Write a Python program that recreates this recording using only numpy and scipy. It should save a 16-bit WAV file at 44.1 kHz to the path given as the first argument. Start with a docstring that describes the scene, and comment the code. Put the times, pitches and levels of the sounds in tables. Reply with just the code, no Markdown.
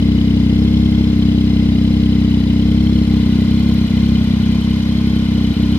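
"""A three-cylinder motorcycle growls at idle, parked outdoors, its speed hunting and some firings weak.
Each firing sends a pressure pulse that rings the exhaust pipe and short open silencer.
Gears whine and rustle the engine cases over a hiss that beats with the crank; the valve gear ticks.
A hand-held camera drifts from the tailpipe towards the engine, so boom and ring fall, engine noise rises."""
import sys
import numpy as np
from scipy import signal
from scipy.fft import rfft, irfft
from scipy.io import wavfile
from scipy.ndimage import uniform_filter1d

SR = 44100
rng = np.random.default_rng(int(sys.argv[2]) if len(sys.argv) > 2 else 0)


def waveform_to_disk(signal):
    """Save audio, clipped to [-1, 1], as 16-bit WAV at the path in sys.argv[1]."""
    frames = np.transpose(np.atleast_2d(signal))
    scaled = np.clip(frames, -1, 1) * 32767
    samples = np.round(scaled).astype(np.int16)
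    wavfile.write(sys.argv[1], SR, samples)


def level_to_linear(level):
    """Convert decibel levels to linear amplitude factors, elementwise."""
    exponent = np.asarray(level, float) / 20
    return 10 ** exponent


N = 254898
LEAD_SAMPLES = 3000  # run before time zero, so the pipe already rings

# camera moves: time_s, exhaust_db, off_axis (0-1, from the tailpipe's axis), near (0-1, to the engine)
CAMERA_MOVES = [(0, -12.5, 0, 0), (1.2, -12.5, 0.2, 0.1), (2.0, -12, 0.3, 0), (2.9, -12.5, 0.05, 0.2),
                (3.3, -11.5, 0.58, 0.87), (3.8, -12, 0.68, 1), (4.3, -11, 1, 0.94),
                (4.8, -13.5, 0.62, 0.93), (5.3, -13, 0.6, 0.84), (5.78, -13.5, .15, 0.99)]


def evened(x):
    """Scales to rms 1, all channels together."""
    return x / np.sqrt(np.mean(x ** 2) + 1e-20)


def read(points, hz):
    """Reads a spectrum on a log-frequency axis."""
    f, value = np.transpose(points)
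    return np.interp(np.log(hz + 1), np.log(f + 1), value)


def curves(rows, lead=0):
    """Every column of a table at every sample, from lead samples before time zero."""
    s, *columns = np.transpose(rows)
    return [np.interp(np.arange(-lead, N) / SR, s, c) for c in columns]


def ring(hz, width_hz, size=4000):
    """One struck mode: a sine that dies exponentially."""
    t = np.arange(size) / SR
    return np.exp(-np.pi * width_hz * t) * np.sin(2 * np.pi * hz * t)


def swell(hz, width_hz, size=4000):
    """A mode that builds up softly and dies, peak near 1."""
    t = np.pi * width_hz * np.arange(size) / SR
    return np.e * t * np.exp(-t) * np.sin(2 * hz * t / width_hz)


def resonate(x, hz, width_hz):
    """A resonance of gain 1 at its centre."""
    return signal.lfilter(*signal.iirpeak(hz, hz / width_hz, SR), x)


def coloured(x, gain):
    """Multiplies the spectrum by gain(Hz)."""
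    return irfft(rfft(x) * gain(np.fft.rfftfreq(N, 1 / SR)), N)


def pair(grain_db, lag_samples=4):
    """Grainy noise at two microphones, mostly shared in the bass and mostly unrelated in the top treble."""
    # left-right likeness: pitch_hz, likeness (0-1)
    likeness_points = [(400, .9), (800, .65), (1300, .35), (2000, .55), (4500, .6), (8000, .2),
                       (12000, .25)]

    def likeness(hz):
        return np.clip(read(likeness_points, hz), 0, 1)

    grain = level_to_linear(grain_db * np.minimum(rng.exponential(1, (2, N)), 6))
    left, other = rng.standard_normal((2, N)) * grain
    shared = coloured(np.roll(left, round(lag_samples)), likeness)
    unrelated = coloured(other, lambda hz: np.sqrt(1 - likeness(hz) ** 2))
    return evened(np.array([left, shared + unrelated]))


def beat(fired, firing_db, firing_at, turn_db, turn_at):
    """Gain that peaks once a firing and once a crank turn (three firings in two turns)."""
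    per_firing_db = firing_db * np.cos(2 * np.pi * (fired - firing_at))
    per_turn_db = turn_db * np.cos(2 * np.pi * (fired * 2 / 3 - turn_at))
    return level_to_linear(per_firing_db + per_turn_db)


def ticks():
    """Sharp ticks of the valve gear: dying noise bursts through one bright resonance each."""
    # ticks: start_s, peak_db, pitch_hz
    tick_rows = [(0.9153, -45, 8000), (2.1834, -38, 7120), (2.4014, -42, 7290), (3.0729, -36, 10000),
                 (3.7414, -31, 13200), (4.6119, -38, 7170), (4.7955, -43, 10400)]
    decay_s, width_hz = .0033, 2500
    out, t = np.zeros((2, N)), np.arange(600) / SR
    for start_s, peak_db, hz in tick_rows:
        burst = rng.standard_normal((2, len(t))) * np.exp(-t / decay_s)
        click = resonate(burst, hz, width_hz)
        out[:, round(start_s * SR):][:, :len(t)] += level_to_linear(peak_db) * click / abs(click).max()
    return out


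def fizz(fired):
    """High-band grainy noise that pulses hard with firings and crank turns."""
    noise = pair(grain_db=6.0) * beat(fired, 7.5, .11, 4.0, .37)
    band = signal.butter(2, [8500, 15500], "band", fs=SR, output="sos")
    return evened(signal.sosfilt(band, noise))


def hiss(fired):
    """Broad coloured noise that beats gently with the crank."""
    # hiss spectrum: pitch_hz, relative_db (per Hz)
    hiss_spectrum = [(260, -63), (450, -2), (561, -8), (1210, -13.5), (1700, -15.5), (2080, -13.5),
                     (2450, -13.5), (4050, -11), (8090, -32), (11700, -32.5), (15200, -41.5)]
    noise = pair(grain_db=2.0) * beat(fired, .91, .064, .51, .12)
    return evened(coloured(noise, lambda hz: level_to_linear(read(hiss_spectrum, hz))))


def case_rustle(fired, near):
    """Noise from the gear train excites the ringing engine cases, each mode a double resonance."""
    # case modes: pitch_hz, width_hz, far_db, near_db
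    case_modes = [(1035, 83, -6, -9), (1447, 91, -6.5, 0.5), (2093, 122, 6.5, 2.5), (2420, 93, -22, 2),
                  (3080, 460, -10, 2.5), (3415, 160, 0.5, 2), (4020, 460, -10, -6.5), (4220, 330, -9, -1.5)]
    cases = np.zeros((2, N))
    for hz, width_hz, far_db, near_db in case_modes:
        rustle = pair(grain_db=2.5, lag_samples=rng.integers(-30, 30)) * beat(fired, 2.4, .32, .55, .15)
        mode = evened(resonate(resonate(rustle, hz, width_hz), hz, width_hz))
        cases += level_to_linear(far_db + near * (near_db - far_db)) * mode
    return evened(cases)


def whine(fired, near):
    """Overtones of the gear mesh swoop with the crank's uneven turning and swell as the teeth take load."""
    # load bursts, once a camshaft turn: place_firings (0-3), mesh_overtone, far_db, near_db
    tooth_loads = [(0.92, 1, -8.5, -3.5), (2.8, 1, -10.5, -3), (0.47, 2, -8, -16), (0.92, 2, -5, -0.5),
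                   (1.73, 2, -14, -0.5), (2.34, 2, -5, -3.5), (.2, 3, 7, -2.5), (1.26, 3, 1, -2),
                   (2.333, 3, 6, 3.5), (0.62, 3, -10, -7), (1.7, 3, 0, -7.5), (2.82, 3, -15, -3),
                   (0.3, 4, -2, -1), (1.4, 4, -36, -9), (1.42, 4, -2, -3.5), (1.78, 4, -6, -1.5),
                   (2.3, 4, -3, -2), (2.5, 4, -10, -7.5), (0.33, 5, -7, -11), (0.81, 5, -10.5, -14),
                   (1.32, 5, -5, -14), (1.63, 5, -10.5, -14), (2.3, 5, -10.5, -12), (2.8, 5, -8.5, -13),
                   (0.75, 6, -22, -12), (1.8, 6, -18, -18), (3, 6, -18, -14)]
    # part of the cases each overtone leaves: left_lead_rad (at time zero), camera_pan_rad_per_s
    overtone_leads = [(.4, 0), (-2.5, 1.1), (3.7, -.55), (4.3, -1.6), (0, 0), (-1.5, 0)]
    teeth, ripple_share, fastest_at_firings = 47, .04, .05  # crank gear; speed ripple in each firing
    burst_sigma_firings, spread_db = .12, 1.55  # spread from burst to burst
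    rough_rad = .75  # rms by which reflections blur the phase between the microphones

    ripple_firings = ripple_share * np.sin(2 * np.pi * (fired - fastest_at_firings)) / (2 * np.pi)
    crank_turns = (fired + ripple_firings) * 2 / 3
    loud = np.zeros((6, N))
    for place, overtone, far_db, near_db in tooth_loads:
        cam_turn = np.round((fired - place) / 3)
        burst_db = spread_db * rng.standard_normal(70)[cam_turn.astype(int) + 1]
        off_firings = fired - place - 3 * cam_turn
        burst = np.exp(-.5 * (off_firings / burst_sigma_firings) ** 2)
        loud[round(overtone) - 1] += level_to_linear(far_db + near * (near_db - far_db) + burst_db) * burst

    out = np.zeros((2, N))
    for k, (level, (lead_rad, pan_rad_per_s)) in enumerate(zip(loud, overtone_leads), 1):
        # radians of gear backlash, and of hand shake between the microphones
        backlash, shake = np.cumsum(rng.standard_normal((2, N)), axis=1) * [[.022 * k], [.001]]
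        apart = lead_rad + pan_rad_per_s * np.arange(N) / SR + shake
        apart = apart + rough_rad * evened(uniform_filter1d(rng.standard_normal(N), size=200))
        mesh_rad = 2 * np.pi * k * teeth * crank_turns + backlash
        out += level * np.cos(mesh_rad + np.outer([.5, -.5], apart))
    return out


def engine(fired):
    """Rustling cases, hiss, fizz and gear whine, balanced left-right by frequency and louder when near."""
    # stereo balance: pitch_hz, left_minus_right_db
    balance_points = [(600, 1.5), (1280, 0), (2360, 4.5), (4350, .5), (8000, -0.5)]
    engine_db, near_gain_db = -37, 1.5
    near = curves(CAMERA_MOVES)[2]
    mix = level_to_linear(-6) * case_rustle(fired, near)
    mix += level_to_linear(1) * hiss(fired)
    mix += level_to_linear(-27.5 + 4.7 * near) * fizz(fired)
    mix += level_to_linear(1.3) * whine(fired, near)
    tilted = np.array([coloured(side, lambda hz: level_to_linear(share * read(balance_points, hz)))
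                       for side, share in zip(mix, (.5, -.5))])
    return level_to_linear(engine_db + near_gain_db * near) * tilted


def pipe_sound(train):
    """Smooth pressure pulses ring the modes of the exhaust pipe and silencer."""
    # pipe modes: pitch_hz, width_hz, signed_strength
    pipe_modes = [(66.75, 24.8, -.118), (99.4, 53.2, .115), (202.5, 52.2, .297), (247.1, 40.6, -.518),
                  (292.1, 41.6, -1.188), (292.5, 78.0, 2.194), (330.1, 74.3, -.561)]
    pulse_sigma_s = .00066
    response = sum(strength * ring(hz, width_hz) for hz, width_hz, strength in pipe_modes)
    pulse = np.exp(-.5 * (np.arange(-150, 151) / SR / pulse_sigma_s) ** 2)
    rung = signal.oaconvolve(train, response)[:len(train)]
    return signal.oaconvolve(rung, pulse / pulse.sum(), "same")


def exhaust(fired):
    """Firings of varying strength and timing ring the pipe; its ring beams along the tailpipe's axis."""
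    # modes each firing strikes unevenly: pitch_hz, width_hz, steady_db, random_db
    uneven_modes = [(33.7, 170, -30, -30.5), (79, 18, -48, -46.5), (146.4, 32, -64, -42.5),
                    (264.2, 12.8, -53.5, -49.5), (314, 63, -48, -38.5), (393, 35, -63, -49.5),
                    (446, 64, -45.5, -57), (484, 82, -64, -50), (634.5, 81, -50, -58.5),
                    (796, 143, -52.5, -66)]
    # strength of the three cylinders in turn: level_db
    cylinder_db = [0, .2, -.2]
    # weak firings: time_s, change_db
    weak_firings = [(1.1, -1.5), (3.046, -4.5), (3.876, -6), (4.243, -2), (4.616, -2.5), (5.257, -1.8),
                    (5.537, -12)]
    pan_db, pan_db_per_s, right_late_ms = 1.47, -.16, .27  # slides from the left towards the middle
    bass_cut_hz = 50.6

    at = np.flatnonzero(np.diff(np.floor(fired))) + 1
    chance = rng.standard_normal((len(at), 2 + len(uneven_modes)))
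    at = at + np.round(.00011 * SR * chance[:, -1]).astype(int)  # combustion a little early or late
    blow_db = np.resize(cylinder_db, len(at)) + .45 * chance[:, 0]
    for s, change_db in weak_firings:
        blow_db[np.argmin(abs((at - LEAD_SAMPLES) / SR - s))] += change_db
    train = np.zeros(len(fired))
    train[at] = level_to_linear(blow_db)
    sound = pipe_sound(train)

    level_db, off_axis = curves(CAMERA_MOVES, LEAD_SAMPLES)[:2]
    off_axis = np.clip(off_axis, 0, 1)
    boom_gain = level_to_linear(1.23 - 4.5 * off_axis)
    ring_gain = level_to_linear(1.2 - 12.5 * off_axis ** 2.17)  # the power shapes the beam
    boom, silencer_ring = resonate(sound, 62, 71), resonate(sound, 288.3, 46)
    sound += (boom_gain - 1) * boom + (ring_gain - 1) * silencer_ring

    for k, (hz, width_hz, steady_db, random_db) in enumerate(uneven_modes):
        strikes = np.zeros(len(fired))
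        strikes[at] = train[at] * (level_to_linear(steady_db) + level_to_linear(random_db) * chance[:, 1 + k])
        facing = ring_gain if hz > 300 else 1  # the upper growl beams from the tailpipe
        sound += facing * signal.oaconvolve(strikes, swell(hz, width_hz))[:len(fired)]

    bass_cut = signal.butter(4, bass_cut_hz, "high", fs=SR, output="sos")
    sound = evened(signal.sosfilt(bass_cut, sound))
    ms = np.arange(len(fired)) * 1000 / SR
    both = np.array([sound, np.interp(ms - right_late_ms, ms, sound)])
    left_minus_right_db = pan_db + pan_db_per_s * np.arange(-LEAD_SAMPLES, N) / SR
    return (both * level_to_linear(level_db + np.outer([.5, -.5], left_minus_right_db)))[:, LEAD_SAMPLES:]


def scene():
    """Exhaust and engine follow one hunting idle speed; ticks come at set times."""
    # idle speed: time_s, firings_per_s
    idle_speed = [(0.0, 32.19), (0.022, 32.12), (0.489, 31.53), (0.635, 33.45), (1.058, 33.13),
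                  (1.112, 32.44), (1.334, 32.23), (1.602, 32.48), (1.739, 31.27), (1.851, 32.74),
                  (2.496, 31.49), (2.57, 32.37), (2.793, 33.3), (2.926, 33.45), (3.342, 31.55),
                  (3.651, 33.78), (3.702, 33.05), (3.912, 31.86), (4.05, 33.35), (4.335, 31.66),
                  (4.558, 32.89), (4.806, 32.32), (5.034, 33.5), (5.255, 32.26), (5.274, 31.99),
                  (5.8, 32.36)]
    firings_at_zero = -.687
    turning = np.cumsum(curves(idle_speed, LEAD_SAMPLES)[0]) / SR
    fired = firings_at_zero + turning - turning[LEAD_SAMPLES]  # running count of firings
    return exhaust(fired) + engine(fired[LEAD_SAMPLES:]) + ticks()


def band_limit(x):
    """A steep low-pass at the top of the band."""
    return signal.sosfilt(signal.butter(12, 15390, fs=SR, output="sos"), x)


def record(dry):
    """The finished mix as the camera delivers it."""
    return band_limit(dry)


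dry = scene()
out = record(dry)
waveform_to_disk(out)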